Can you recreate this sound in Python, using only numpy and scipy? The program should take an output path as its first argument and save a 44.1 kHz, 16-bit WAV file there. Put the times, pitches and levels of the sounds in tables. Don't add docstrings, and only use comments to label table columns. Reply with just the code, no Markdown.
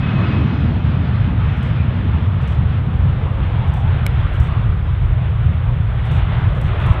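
import sys
import numpy as np
from scipy import signal
from scipy.fft import rfft, irfft, next_fast_len
from scipy.io import wavfile
from scipy.ndimage import uniform_filter1d, map_coordinates

SR = 44100
rng = np.random.default_rng(int(sys.argv[2]) if len(sys.argv) > 2 else 0)


def magnitude_from_level(level_db):
    exponent = np.asarray(level_db, float) / 20
    return 10 ** exponent


def master_out(mix):
    frames = np.transpose(np.atleast_2d(mix))
    ceiling = np.clip(frames, -1, 1)
    pcm = np.round(ceiling * 32767).astype(np.int16)
    wavfile.write(sys.argv[1], SR, pcm)


N = 308700
TIME = np.arange(N) / SR

# time_s, tail_facing_us_0_to_1
TAIL_TURN = [(0, 0.26), (.5, 0.05), (1, 0.41), (2, 0.51), (3, 0.65), (4, 0.77), (5, 0.97), (5.8, 0.97),
             (6.3, 0.97), (7, 0.84)]


def unit(x):
    return x / np.sqrt(np.mean(x ** 2) + 1e-20)


def along(points, hz):
    f, v = np.transpose(points)
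    return np.interp(np.log(hz + 1), np.log(f + 1), v)


def curves(rows, t=TIME):
    s, *cols = np.transpose(rows)
    return [np.interp(t, s, c) for c in cols]


def wobble(knots_per_s):
    knots = rng.standard_normal(int(N * knots_per_s / SR) + 4)
    return map_coordinates(knots, [TIME * knots_per_s])


def filtered(x, response):
    m = next_fast_len(len(x) + 8192)
    return irfft(rfft(x, m) * response(np.fft.rfftfreq(m, 1 / SR)), m)[:len(x)]


def peak(f, hz, width_hz):
    return 1j * f * width_hz / (hz * hz - f * f + 1j * f * width_hz)


def noise_band(hz, width_hz):
    return unit(filtered(rng.standard_normal(N), lambda f: peak(f, hz, width_hz) ** 2))


def rush(spectrum, patchy_db):
    z = signal.stft(rng.standard_normal(N), nperseg=512)[2]
    field = uniform_filter1d(rng.standard_normal(z.shape), size=5, axis=0)
    field = uniform_filter1d(field, size=16, axis=1)
    x = signal.istft(z * magnitude_from_level(patchy_db * unit(field)), nperseg=512)[1][:N]
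    return unit(filtered(x, lambda hz: magnitude_from_level(along(spectrum, hz))))


def swells(rest_db, rows):
    bells = [magnitude_from_level(db) * np.exp(-.35 * ((TIME - s) / half_s) ** 2) for s, db, half_s in rows]
    return np.maximum.reduce([magnitude_from_level(rest_db)] + bells)


def exhaust():
    # freq_hz, level_db_per_hz
    abeam = [(11, -61), (18, -36.5), (48, -13.5), (81, 3.5), (101, -1.5), (141, 0), (169, -2), (236, -5),
             (279, -11), (500, -31), (650, -56.5), (1100, -120)]
    astern = [(11, -44.5), (18, -25.5), (39, -6), (87, -2), (133, -6), (208, -27), (279, -39.5), (312, -44),
              (339, -47.5), (363, -52), (500, -44), (650, -78.5), (1100, -120)]
    # time_s, level_db, half_length_s
    booms = [(0.176, -15, 0.045), (0.397, -15.5, 0.075), (0.67, -14, 0.055), (0.878, -12.5, 0.029),
             (1.228, -14.5, 0.068), (1.416, -13.2, 0.087), (1.524, -19, 0.02), (1.807, -14.6, 0.032),
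             (2.128, -13, 0.06), (2.298, -13.5, 0.027), (2.49, -12.5, 0.02), (2.632, -12, 0.045),
             (3.044, -11.5, 0.08), (3.428, -10.5, 0.015), (3.705, -13, 0.039), (3.897, -12.5, 0.067),
             (4.209, -13, 0.061), (4.407, -7.5, 0.013), (4.684, -9.5, 0.034), (4.923, -12.5, 0.028),
             (5.1, -11.5, 0.085), (5.468, -9, 0.022), (5.692, -12, 0.028), (5.83, -13.5, 0.023),
             (6.196, -12.5, 0.053), (6.452, -13.5, 0.091), (6.669, -8, 0.015), (6.891, -7, 0.024)]
    # time_s, level_db, half_length_s
    barks = [(0.675, -17.5, 0.08), (0.856, -18.5, 0.034), (1.859, -18.0, 0.04), (2.172, -18.0, 0.068),
             (2.636, -18, 0.053), (3.061, -17.5, 0.026), (3.29, -20.6, 0.03), (3.692, -21, 0.029),
             (4.02, -18, 0.031), (4.13, -22, 0.053), (4.41, -21.8, 0.028), (4.583, -18, 0.034),
             (4.7, -21.5, 0.045), (5.063, -20.5, 0.041), (5.211, -21.5, 0.044), (5.505, -20, 0.095),
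             (5.801, -16, 0.022), (6.128, -17, 0.037), (6.272, -19.5, 0.083), (6.429, -19, 0.098)]
    hz, t, z = signal.stft(rng.standard_normal((2, N)), SR, nperseg=8192)
    rear = np.clip(curves(TAIL_TURN, t)[0], 0, 1)
    colour_db = np.outer(along(abeam, hz), 1 - rear) + np.outer(along(astern, hz), rear)
    throaty_share = (hz ** 8 / (hz ** 8 + 125. ** 8))[:, None]
    z = z * magnitude_from_level(colour_db) * np.sqrt([1 - throaty_share, throaty_share])
    eddies = signal.istft(z, SR, nperseg=8192)[1][:, :N]
    power = uniform_filter1d(uniform_filter1d(eddies ** 2, size=3500), size=3500)
    deep, throaty = eddies / np.sqrt(np.abs(power) + 1e-20)
    rear, = curves(TAIL_TURN)
    out = np.zeros(N)
    for layer, side_db, rear_db, rows in [(deep, -18, -17.5, booms), (throaty, -18, -24, barks)]:
        churn_db = 1 * wobble(8.3)
        out += layer * swells(side_db + (rear_db - side_db) * rear + churn_db, rows)
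    return out


def bypass():
    # freq_hz, level_db_per_hz
    growl = [(160, -25.5), (280, -1.5), (400, -1.5), (600, -3.5), (760, -10), (1000, -33.5), (1500, -93)]
    roar = [(400, -55.5), (600, -3.5), (750, 0.5), (1000, 0.5), (1300, -0.5), (1600, -18.5), (2200, -33),
            (3500, -100)]
    rasp = [(820, -28), (1400, 1), (3360, -8), (3590, -9.5), (4370, -28), (5680, -48.5), (9610, -120)]
    edge = [(3000, -38), (4100, -2), (4400, -9), (4800, -11), (5400, -17.5), (6200, -24), (7500, -35.5),
            (10000, -91)]
    # time_s, level_db, brightness_db
    carry = [(0, -31.5, 0), (.38, -29, 0), (.56, -34, 0.5), (.97, -34, 0), (1.45, -34, 1), (2.05, -34.5, 0),
             (2.35, -35.5, 0), (2.8, -36.5, 0), (3.3, -33.5, -1.5), (3.8, -34, 0), (4.3, -32.5, 1),
             (4.84, -36.5, 0), (5.87, -36, 0), (6.1, -31.5, 0.5), (6.36, -30.5, 0.5), (6.6, -32.5, -0.5),
             (6.86, -28, 0), (7, -28.5, -2.5)]
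    # level_db, carry_share, brightness_share, side_to_rear_db, patchiness_db, gust_share
    layers = [
        (-37, 0.66, -1, -1, 1.56, 0.52),
        (-36, 0.9, -0.61, -1, 1.7, 0.58),
        (-37, 0.94, 0.86, -1.5, 0.48, 1.6),
        (-55, .7, 1, -14, 2.7, 1.3),
    ]
    carry_db, bright_db = curves(carry)
    carry_db = carry_db - carry_db.mean()
    rear, = curves(TAIL_TURN)
    gusts_db = 0.49 * wobble(12) + 0.32 * wobble(30)
    out = np.zeros(N)
    for spectrum, layer in zip([growl, roar, rasp, edge], layers):
        db, carry_share, bright_share, turn_db, patchy_db, gust_share = layer
        level_db = db + carry_share * carry_db + bright_share * bright_db
        level_db = level_db + turn_db * rear + gust_share * gusts_db
        out += magnitude_from_level(level_db) * rush(spectrum, patchy_db)
    return out


def fan():
    # time_s, pitch_hz
    blade_hz = [(0, 2564), (.15, 2552), (.6, 2545), (2.6, 2534)]
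    # time_s, level_db, half_length_s
    glints = [(.047, -35, .011), (.09, -35, .008), (.17, -34.5, .013), (.205, -42, .005), (.238, -35, .011),
              (.285, -43, .01), (.325, -35, .009), (.365, -37, .016), (.42, -41, .014), (.47, -45, .01),
              (.52, -43, .01), (.62, -45, .01), (.8, -47, .03), (1.82, -49, .04)]
    hz = curves(blade_hz)[0] + 6 * wobble(30)
    fade_db_per_s, hide_db_per_s, hidden_s = 4, 8.5, 2.6
    rest_db = -51 - fade_db_per_s * TIME - hide_db_per_s * np.maximum(TIME - hidden_s, 0)
    rest_db = rest_db + 3 * wobble(22)
    tone = np.sqrt(2) * np.sin(2 * np.pi * np.cumsum(hz) / SR)
    return swells(rest_db, glints) * tone


def hiss():
    # freq_hz, level_db_per_hz
    hiss_spectrum = [(200, -28), (3000, -9.5), (6000, -0.5), (8000, 3), (11000, 1), (14000, 1),
                     (15500, 1.5), (17000, -12)]
    # time_s, level_db
    hiss_level = [(0, -84), (7, -77)]
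    return magnitude_from_level(curves(hiss_level)[0] + 5) * rush(hiss_spectrum, patchy_db=-0.8)


def focusing():
    # time_s, half_length_s, freq_hz, width_hz, level_db
    focus = [(.3, .2, 330, 130, -33), (4.86, .05, 4900, 120, -69), (0.303, 0.16, 1140, 295, -37.5),
             (1.49, 0.039, 2600, 120, -42), (2.05, 0.074, 324, 130, -34.5), (1.8, .04, 2400, 60, -46),
             (3.75, 0.34, 830, 219, -39), (4.397, 0.076, 1560, 200, -42.5),
             (6.403, 0.091, 1510, 399, -37.5)]
    out = np.zeros(N)
    for s, half_s, hz, width_hz, db in focus:
        out += magnitude_from_level(db) * np.exp(-((TIME - s) / half_s) ** 2) * noise_band(hz, width_hz)
    return out


def insects():
    # freq_hz, width_hz, level_db, period_s, chirp_s
    singers = [
        (7950, 150, -82.5, .0402, .012),
        (9450, 300, -83, .328, .048),
        (10150, 300, -81.5, .241, .048),
        (8900, 300, -82, .46, .045),
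    ]
    # singer_index, first_chirp_s, end_s
    bouts = [(0, 2.3, 5.2), (1, .63, 3.7), (1, 4.12, 4.5), (1, 5.72, 6.1), (2, 2.83, 3.15), (2, 3.5, 4),
             (2, 4.29, 4.6), (2, 5.07, 6.9), (3, 4.93, 6.4)]
    wing_strokes = 1 + np.sin(2 * np.pi * 120 * TIME)
    out = np.zeros(N)
    for singer, start_s, end_s in bouts:
        hz, width_hz, db, period_s, chirp_s = singers[singer]
        off_beat_s = ((TIME - start_s) / period_s + .5) % 1 * period_s - period_s / 2
        chirps = np.exp(-2 * (off_beat_s / chirp_s) ** 2)
        sings = (TIME > start_s - chirp_s) * (TIME < end_s)
        out += magnitude_from_level(db + wobble(3)) * noise_band(hz, width_hz) * chirps * sings * wing_strokes
    return out


def camera():
    # time_s, level_db, tilt_db_per_octave
    shots = [(1.63, -54.5, -5), (2.4772, -52, -5.5), (3.7387, -51, 0), (4.4012, -49, 1),
             (6.1155, -48.5, 0.5), (6.613, -50.5, -2.5), (6.8635, -49, 0)]
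    # after_shutter_s, level_db, t60_s
    cycle = [(-.062, -7, .012), (-.048, -13.5, .01), (-.034, -10.5, 0.0065), (0, 0.5, .012),
             (.003, -2.5, .014), (.030, -7, 0.0092), (.038, -11.5, .01), (.047, -11, .01),
             (.074, -16, 0.011)]
    # freq_hz, width_hz, level_db
    body = [(5740, 530, -7.5), (7980, 400, 3), (11100, 810, -10.5), (13200, 1000, -7)]
    # from_s, to_s (after shutter), level_db
    gears = [
        (-.062, -0.037, -19),
        (0, .078, -17),
    ]
    gear_edge_s, gear_idle_db, gear_top_hz, gear_sizzle = .005, -31.5, 9500, 0.26

    def gear_colour(f):
        return gear_sizzle + 1 / (1 + (f / gear_top_hz) ** 6)

    def shell(f):
        modes = sum((-1) ** k * magnitude_from_level(db) * peak(f, hz, width) for k, (hz, width, db) in enumerate(body))
        return magnitude_from_level(-7.5) / (1 + (f / 13500) ** 6) + modes

    lead = SR // 10
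    t = np.arange(-lead, SR // 5) / SR
    runs = magnitude_from_level(gear_idle_db) * (np.abs(t) < .06)
    for from_s, to_s, db in gears:
        runs = runs + magnitude_from_level(db) * np.clip(np.minimum(t - from_s, to_s - t) / gear_edge_s + 1, 0, 1)
    out = np.zeros(N)
    for s, db, tilt_db in shots:
        teeth_db = 2.5 * rng.standard_normal(len(t) // 40 + 1).repeat(40)[:len(t)]
        whirr = filtered(runs * magnitude_from_level(teeth_db) * rng.standard_normal(len(t)), gear_colour)
        force = np.zeros(len(t))
        for lag_s, level_db, t60_s in cycle:
            age_s = t - lag_s - 0.00061 * rng.standard_normal()
            decay_db = level_db + rng.normal(0, 1.5) - 60 * np.abs(age_s) / t60_s
            force += magnitude_from_level(decay_db) * (age_s >= 0)

        def tilt(f):
            return magnitude_from_level(tilt_db * np.log2(np.maximum(f, 5000) / 8000)) * f ** 4 / (f ** 4 + 4100.0 ** 4)

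        sound = filtered(force * rng.standard_normal(len(t)) + whirr, lambda f: shell(f) * tilt(f))
        part = out[round(s * SR) - lead:][:len(t)]
        part += magnitude_from_level(db + 12.5) * sound[:len(part)]
    return out


def snap():
    # time_s, level_db
    snaps = [(4.0649, -15.5)]
    # freq_hz, level_db, t60_s
    modes = [(1150, -9, .008), (1620, -6, .014), (2250, 0, .02), (3000, -5, .008), (3900, -6, .009),
             (5100, -12, .008), (6240, -15, .009), (7310, -8, .008), (8420, -14, .012), (10000, -14, .005),
             (11600, -9, .013), (13400, -9, .006), (15100, -16, .007)]
    t = np.arange(SR // 20) / SR
    onset = 1 - np.exp(-t / .00006)
    out = np.zeros(N)
    for s, db in snaps:
        ring = sum(magnitude_from_level(g - 60 * t / t60_s) * np.sin(2 * np.pi * hz * t) for hz, g, t60_s in modes)
        crack_gain = .55 * magnitude_from_level(-60 * t / .006) + .6 * magnitude_from_level(-60 * t / .002)
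        crack = crack_gain * rng.standard_normal(len(t))
        out[round(s * SR):][:len(t)] += magnitude_from_level(db) * (ring + crack) * onset
    return signal.sosfilt(signal.butter(4, 13800, fs=SR, output="sos"), out)


def scene():
    aircraft = exhaust() + bypass() + fan() + focusing()
    return (aircraft + insects() + camera() + snap())[None]


def band_limit(x):
    return signal.sosfilt(signal.butter(12, 15830, fs=SR, output="sos"), x)


def record(dry):
    x = filtered(dry[0], lambda f: 1j * f / (24 + 1j * f))[None]
    x = x + hiss()
    x = x / (1 + np.abs(x / 1.02) ** 6) ** (1 / 6)
    return band_limit(x)


dry = scene()
out = record(dry)
master_out(out)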